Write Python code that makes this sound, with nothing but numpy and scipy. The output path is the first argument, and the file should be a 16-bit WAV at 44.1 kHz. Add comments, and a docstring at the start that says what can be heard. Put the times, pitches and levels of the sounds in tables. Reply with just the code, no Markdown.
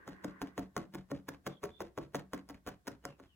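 """Needle felting on a desk

A barbed felting needle is stabbed through wool into a foam mat on a desk, nearly six times a second.
Each stab rustles in (noise of tiny fibre slips), pops through the foam in one or two jerks (falling tones,
ringing modes and noise snaps) that thump the mat and desk, crunches, and rasps out again, at times with a tick.
A small room answers with noise tails. Behind lie low rumble, hiss, faint high chirps and an early wavering whine,
made of noise bands. Two close microphones hear it from one side."""
import sys
import numpy as np
from scipy import signal
from scipy.fft import rfft, irfft, next_fast_len
from scipy.io import wavfile
from scipy.ndimage import map_coordinates

SR = 44100
rng = np.random.default_rng(int(sys.argv[2]) if len(sys.argv) > 2 else 0)


def inscribe(sig):
    """Save sig as 16-bit PCM at rate SR to the path in sys.argv[1].

    A 1-D sig is mono; a 2-D sig holds one channel per row.
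    Samples are clipped to [-1, 1] before scaling.
    """
    pcm = np.round(np.clip(np.atleast_2d(sig).T, -1, 1) * 32767)
    wavfile.write(sys.argv[1], SR, pcm.astype(np.int16))


N = 147735  # length in samples

# Background rumble and hiss. Each row: frequency in Hz, relative level in dB per Hz.
FLOOR_SPECTRUM = [(25, -24), (63, 15.5), (85, 6.5), (300, -11), (600, -34), (3000, -22.5), (16000, -27)]
FLOOR_DB = -71
# Tones of the faint whine. Each row: pitch in Hz, relative level in dB.
WHINE_TONES = [(310, -1.5), (1080, -1.5), (1550, -0.5), (1850, -2.5)]
# How the whine sinks. Each row: time in seconds, level in dB.
WHINE_LEVEL = [(0, -62), (.38, -61), (.8, -85.5)]
WHINE_WIDTH_HZ, WAVER_HZ, WAVERS_PER_S = 110, 45, 12
# Faint chirps. Each row: start in seconds, length in seconds, start pitch in Hz, end pitch in Hz, level in dB.
CHIRPS = [(1.485, 0.12, 3570, 3280, -63.5), (1.68, .19, 3450, 3600, -66), (3.018, 0.16, 3010, 2600, -66.5),
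          (3.256, 0.13, 3370, 2570, -72)]
CHIRP_WIDTH_HZ = 81
# Likeness of left and right in spread-out noise. Each row: frequency in Hz, correlation (1 is identical).
LIKENESS = [(250, 0.84), (2500, 0.011)]
# Dying away of the room. Each row: frequency in Hz, time to fall by 60 dB in seconds.
ROOM_T60 = [(100, 0.25), (2000, 0.22), (15000, 0.11)]
# Strength of the room's answer. Each row: frequency in Hz, level in dB.
ROOM_LEVEL = [(700, -5), (3000, -11.5), (10000, -15.5)]
ROOM_BUILD_S = 0.0026
# Phase by which the left microphone leads the right. Each row: frequency in Hz, lead in radians.
LEFT_LEAD = [(0, 0), (450, -.35), (730, -1.4), (980, 0), (1600, 0), (4750, 3.14), (15200, 19)]
# How much louder the left microphone is than the right. Each row: frequency in Hz, difference in dB.
LEFT_BALANCE = [(60, -2.5), (600, 3.5), (900, -2.3), (5000, 0.5)]
LOW_CUT_HZ, TOP_HZ = 42, 16100

# The stabs. 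Each row: start in seconds, crunch level in dB, crunch length in seconds,
# thump of the mat in dB, push on the desk in dB.
STABS = [(.075, -51, 0.019, -45, -48.5), (.24, -50, .014, -36.5, -44), (0.417, -43.5, 0.012, -37.5, -43.5),
         (0.577, -49, 0.021, -37.5, -41.5), (0.767, -44, 0.013, -44.5, -37.5),
         (0.939, -46.5, 0.015, -44.5, -46.5), (1.112, -50, 0.0049, -34, -40),
         (1.283, -42, 0.0088, -40.5, -51), (1.464, -41, 0.012, -46.5, -45),
         (1.63, -47.5, 0.0267, -38, -48.5), (1.804, -46.5, 0.0178, -38.5, -50.5),
         (1.978, -47.5, 0.01, -47, -43.5), (2.145, -45.5, 0.023, -38.5, -43.5),
         (2.333, -46.5, .016, -35.5, -46.5), (2.494, -51, 0.015, -43.5, -55),
         (2.671, -45.5, 0.021, -45.5, -49), (2.87, -43.5, 0.015, -39.5, -54.5),
         (3.048, -60, .012, -48.5, -51), (3.195, -73.5, 0.014, -53.5, -70)]
# Low ringing modes of the desk. Each row: pitch in Hz, relative level in dB, time to fall by 60 dB in seconds.
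DESK_MODES = [(144.4, -0.5, 0.24), (188.3, -2, 0.35), (211.7, 2.5, 0.097), (331, -2.5, 0.18)]
DESK_ATTACK_S = 0.0062
# The mat sounds higher as the needle moves to its middle. Each row: time in seconds, pitch in Hz.
MAT_PITCH = [(1.3, 281.3), (1.63, 411), (2.15, 282)]
MAT_SWELL_S = 0.015  # time to the peak of the thump
# Barbs snagging on the way out. Each row: start in seconds, level in dB.
SNAGS = [(0.472, -51.5), (1.338, -57.5), (2.027, -57), (2.194, -45.5), (2.377, -49.5), (2.544, -54.5),
         (2.917, -53.5)]
SNAG_HZ, SNAG_T60_S = 1790, 0.02
# Noise of pressing the wool. Each row: frequency in Hz, relative level in dB per Hz.
PRESS_SPECTRUM = [(100, -5), (300, 5), (1600, -9), (16000, -27)]
# Noise of crunching in. Each row: frequency in Hz, relative level in dB per Hz.
CRUNCH_SPECTRUM = [(300, 10), (1600, 6.5), (2500, -3.5), (6600, -7), (8800, -14.5), (11000, -11.5),
                   (16000, -9.5)]
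# Noise of rasping out. Each row: frequency in Hz, relative level in dB per Hz.
RASP_SPECTRUM = [(250, 10), (600, 0), (2000, -7), (4500, -14.5), (16000, -35.5)]
FIBRES_PER_S, FIBRE_SPREAD_DB = 3500, 3.5
PRESS_RISE_S, CRUNCH_RELEASE_S = 0.0087, 0.0022
PULL_DELAY_S, PULL_WIDTH_S = 0.051, 0.02
RASP_BASE_DB, RASP_PER_PUSH_DB = -40.5, 0.32  # rasp level at a 0 dB push; dB added per dB of push
CLUMP_DB, CLUMPS_PER_S = 3, 220
# Moments when the foam gives way. Each row: start in seconds, thud level in dB, snap level in dB.
POPS = [(.078, -35.5, -40.5), (.2453, -29.5, -32), (.417, -33.5, -34), (.5789, -26, -35),
        (.7657, -26.5, -26.5), (0.9481, -43, -33.5), (1.102, -45.5, -58), (1.1158, -27, -35),
        (1.29, -42.5, -34.5), (1.466, -32.5, -30), (1.4726, -30.5, -67), (1.6334, -31, -44),
        (1.6387, -32, -29), (1.805, -27.5, -37), (1.977, -27, -38.5), (1.985, -28, -67), (2.1468, -23, -30),
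        (2.1551, -41.5, -29.5), (2.334, -27.5, -31), (2.4895, -51, -38), (2.498, -39.5, -48),
        (2.665, -42, -37.5), (2.675, -31.5, -57),  (2.88, -39, -31), (3.0527, -34.5, -27),
        (3.199, -45, -53)]
# Ringing modes of the knock. Each row: pitch in Hz, relative level in dB, time to fall by 60 dB in seconds.
KNOCK_MODES = [(557.4, -13.5, 0.13), (730, -16.5, 0.091), (1095, -9.5, 0.027), (1390, -6, 0.014),
               (1820, -16.5, 0.023), (6420, -21.5, 0.014)]
# Noise of the snap. Each row: frequency in Hz, relative level in dB per Hz.
SNAP_SPECTRUM = [(200, 9), (1200, 6), (6400, 3.5), (8800, 1.5), (16000, -11)]
SNAP_T60_S = 0.0046
THUD_START_HZ, THUD_END_HZ = 1456, 164.4  # the pitch falls towards the second value
THUD_FALL_S, THUD_T60_S, THUD_ATTACK_S = 0.001331, .04, 0.0022


def amp(db):
    """Turn decibels into a gain."""
    return 10 ** (np.asarray(db) / 20)


def unit(x):
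    """Scale to an average strength (rms) of 1."""
    return x / np.sqrt(np.mean(x ** 2) + 1e-20)


def along(points, hz):
    """Read a curve of (Hz, value) points, with frequency on a log scale."""
    f, v = np.transpose(points)
    return np.interp(np.log(hz + 1), np.log(f + 1), v)


def over_time(points, s):
    """Read a curve of (first column, value) points along straight lines."""
    return np.interp(s, *np.transpose(points))


def fade(t, t60):
    """Die away smoothly, by 60 dB in t60 seconds."""
    return np.exp(-np.log(1000) * t / t60)


def filtered(x, response):
    """Change the strength and phase of each frequency in x."""
    m = next_fast_len(N + SR // 2)
    hz = np.fft.rfftfreq(m, 1 / SR)
    return irfft(rfft(x, m) * response(hz), m)[..., :x.shape[-1]]


def coloured(x, spectrum):
    """Shape x with a spectrum and scale it to rms 1."""
    return unit(filtered(x, lambda hz: amp(along(spectrum, hz))))


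def add(track, s, sound):
    """Mix a sound into a track at time s."""
    part = track[max(round(s * SR), 0):][:len(sound)]
    part += sound[:len(part)]


def wobble(per_s):
    """Draw a smooth random curve through per_s random points a second."""
    points = rng.standard_normal(int(N * per_s / SR) + 2)
    return map_coordinates(points, [np.arange(N) * per_s / SR])


def diffuse(size):
    """Make stereo noise, alike in the bass and nearly unrelated in the treble."""
    def mid_side(hz):
        angle = np.arccos(np.clip(along(LIKENESS, hz), -1, 1)) / 2
        return np.array([np.cos(angle), np.sin(angle)])
    mid, side = filtered(rng.standard_normal((2, size)), mid_side)
    return np.array([mid + side, mid - side])


def fuzzy_tone(pitch_hz, width_hz):
    """Make a narrow band of stereo noise with soft skirts that follows a pitch."""
    def band(hz):
        return 1 / np.hypot(1, 2 * hz / width_hz) / np.hypot(1, hz / (10 * width_hz))
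    slow_noise = unit(filtered(rng.standard_normal((2, N)), band))
    return slow_noise * np.sin(2 * np.pi * np.cumsum(pitch_hz) / SR)


def ring(modes, t, scatter_db):
    """Ring fading tones whose levels differ a little at each strike."""
    out = np.zeros(len(t))
    for hz, db, t60 in modes:
        level = amp(db + scatter_db * rng.standard_normal())
        out += level * fade(t, t60) * np.sin(2 * np.pi * hz * t)
    return out


def fibres(spectrum):
    """Tiny slips of fibres over the barbs: random clicks of uneven size, shaped by a spectrum."""
    size = amp(FIBRE_SPREAD_DB * np.minimum(rng.exponential(size=N), np.pi))
    slips = rng.random(N) < FIBRES_PER_S / SR
    return coloured(slips * size * rng.standard_normal(N), spectrum)


def whine():
    """A faint cluster of noise bands whose pitches waver and which soon sinks away."""
    out, now = np.zeros((2, N)), np.arange(N) / SR
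    level_db = over_time(WHINE_LEVEL, now)
    for hz, db in WHINE_TONES:
        pitch = hz + WAVER_HZ * wobble(WAVERS_PER_S)
        out += amp(level_db + db) * fuzzy_tone(pitch, WHINE_WIDTH_HZ)
    return out


def chirps():
    """Faint fuzzy tones that glide in pitch while they swell and fade."""
    out, now = np.zeros((2, N)), np.arange(N) / SR
    for s, length, start_hz, end_hz, db in CHIRPS:
        progress = np.clip((now - s) / length, 0, 1)
        pitch = start_hz + (end_hz - start_hz) * progress
        out += amp(db) * np.sin(np.pi * progress) * fuzzy_tone(pitch, CHIRP_WIDTH_HZ)
    return out


def background():
    """Steady rumble and hiss of shaped noise, with the whine and the chirps."""
    return amp(FLOOR_DB) * coloured(diffuse(N), FLOOR_SPECTRUM) + whine() + chirps()


def room(x):
    """The small room answers each stab with its own short noise tail, fading at a rate set by frequency."""
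    out, size = np.zeros((2, N)), SR // 2
    # cut the sound halfway between stabs
    middles = [round((a[0] + b[0]) / 2 * SR) for a, b in zip(STABS, STABS[1:])]
    edges = [0] + middles + [N]
    for a, b in zip(edges, edges[1:]):
        hz, t, noise = signal.stft(diffuse(size), SR, nperseg=256)
        shape = fade(t, along(ROOM_T60, hz)[:, None]) * (1 - np.exp(-t / ROOM_BUILD_S))
        energy = size * np.mean(shape ** 2, axis=1, keepdims=True)
        shape *= amp(along(ROOM_LEVEL, hz))[:, None] / np.sqrt(energy)
        tails = signal.istft(noise * shape, SR, nperseg=256)[1]
        for channel, tail in zip(out, tails):
            add(channel, a / SR, signal.fftconvolve(x[a:b], tail))
    return out


def microphones(x):
    """The direct sound differs in level and phase, by frequency, between the left and right microphones."""
    half = np.array([[.5], [-.5]])  # each side takes half the difference

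    def response(hz):
        return amp(half * along(LEFT_BALANCE, hz)) * np.exp(1j * half * over_time(LEFT_LEAD, hz))
    return filtered(x, response)


def desk():
    """Each stab pushes the desk through the soft mat and sets its low modes ringing."""
    out, t = np.zeros(N), np.arange(SR // 2) / SR
    soft_start = 1 - np.exp(-t / DESK_ATTACK_S)
    for s, *_, push_db in STABS:
        add(out, s, amp(push_db) * ring(DESK_MODES, t, scatter_db=2) * soft_start)
    return out


def mat():
    """The soft mat takes the stroke: a dull thump that swells and dies within a few cycles."""
    out, t = np.zeros(N), np.arange(SR // 5) / SR
    swell = (t / MAT_SWELL_S * np.exp(1 - t / MAT_SWELL_S)) ** 4
    for s, _, _, thump_db, _ in STABS:
        pitch = over_time(MAT_PITCH, s)
        add(out, s, amp(thump_db) * swell * np.sin(2 * np.pi * pitch * t))
    return out


def snags():
    """A barb catches a tuft as the needle is pulled out: a small dry tick of resonant noise."""
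    level, t = np.zeros(N), np.arange(SR // 10) / SR
    for s, db in SNAGS:
        add(level, s, amp(db) * fade(t, SNAG_T60_S))

    def resonance(hz):
        return hz / (SNAG_HZ ** 2 - hz ** 2 + .5j * hz * SNAG_HZ)
    return level * unit(filtered(rng.standard_normal(N), resonance))


def barbs():
    """Friction of each stroke: pressing the wool, crunching in, rasping out; harder pushes rasp more."""
    press, crunch, pull = np.zeros((3, N))
    for s, crunch_db, length, _, push_db in STABS:
        t = np.arange(N) / SR - s
        rasp = amp(RASP_BASE_DB + RASP_PER_PUSH_DB * push_db)
        press += rasp * (t < 0) * np.exp(-abs(t) / PRESS_RISE_S)  # grows up to the stab
        crunch += amp(crunch_db) * (t >= 0) * np.exp(-np.maximum(t - length, 0) / CRUNCH_RELEASE_S)
        pull += rasp * np.exp(-.5 * ((t - PULL_DELAY_S) / PULL_WIDTH_S) ** 2)
    # the rasp crackles as its level wobbles quickly
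    rasp_noise = unit(fibres(RASP_SPECTRUM) * amp(CLUMP_DB * wobble(CLUMPS_PER_S)))
    return press * fibres(PRESS_SPECTRUM) + crunch * fibres(CRUNCH_SPECTRUM) + pull * rasp_noise


def pops():
    """The foam gives way: a sharp noise snap, a ringing knock and a short thud of falling pitch."""
    tones, snaps, t = np.zeros(N), np.zeros(N), np.arange(SR // 5) / SR
    pitch = THUD_END_HZ + (THUD_START_HZ - THUD_END_HZ) / (1 + t / THUD_FALL_S)
    thud_level = (1 - np.exp(-t / THUD_ATTACK_S)) * fade(t, THUD_T60_S)
    thud = thud_level * np.sin(2 * np.pi * np.cumsum(pitch) / SR)
    snap_level = fade(t, SNAP_T60_S) * (1 - np.exp(-20 * t / SNAP_T60_S))
    for s, thud_db, snap_db in POPS:
        add(tones, s, amp(thud_db) * thud)
        knock_db = (thud_db + snap_db) / 2
        add(tones, s, amp(knock_db) * ring(KNOCK_MODES, t, scatter_db=2.5))
        add(snaps, s, amp(snap_db) * snap_level)
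    return tones + snaps * coloured(rng.standard_normal(N), SNAP_SPECTRUM)


def scene():
    """Needle, mat and desk, heard directly and through the room, over the background."""
    felting = desk() + mat() + snags() + barbs() + pops()
    return background() + room(felting) + microphones(felting)


def record(dry):
    """Weaken the deepest bass and remove everything from the top frequency up."""
    def response(hz):
        u = 1j * hz / LOW_CUT_HZ
        low_cut = u * u / (u * u + np.sqrt(2) * u + 1)
        return (hz < TOP_HZ) * low_cut
    return filtered(dry, response)


dry = scene()
out = record(dry)
inscribe(out)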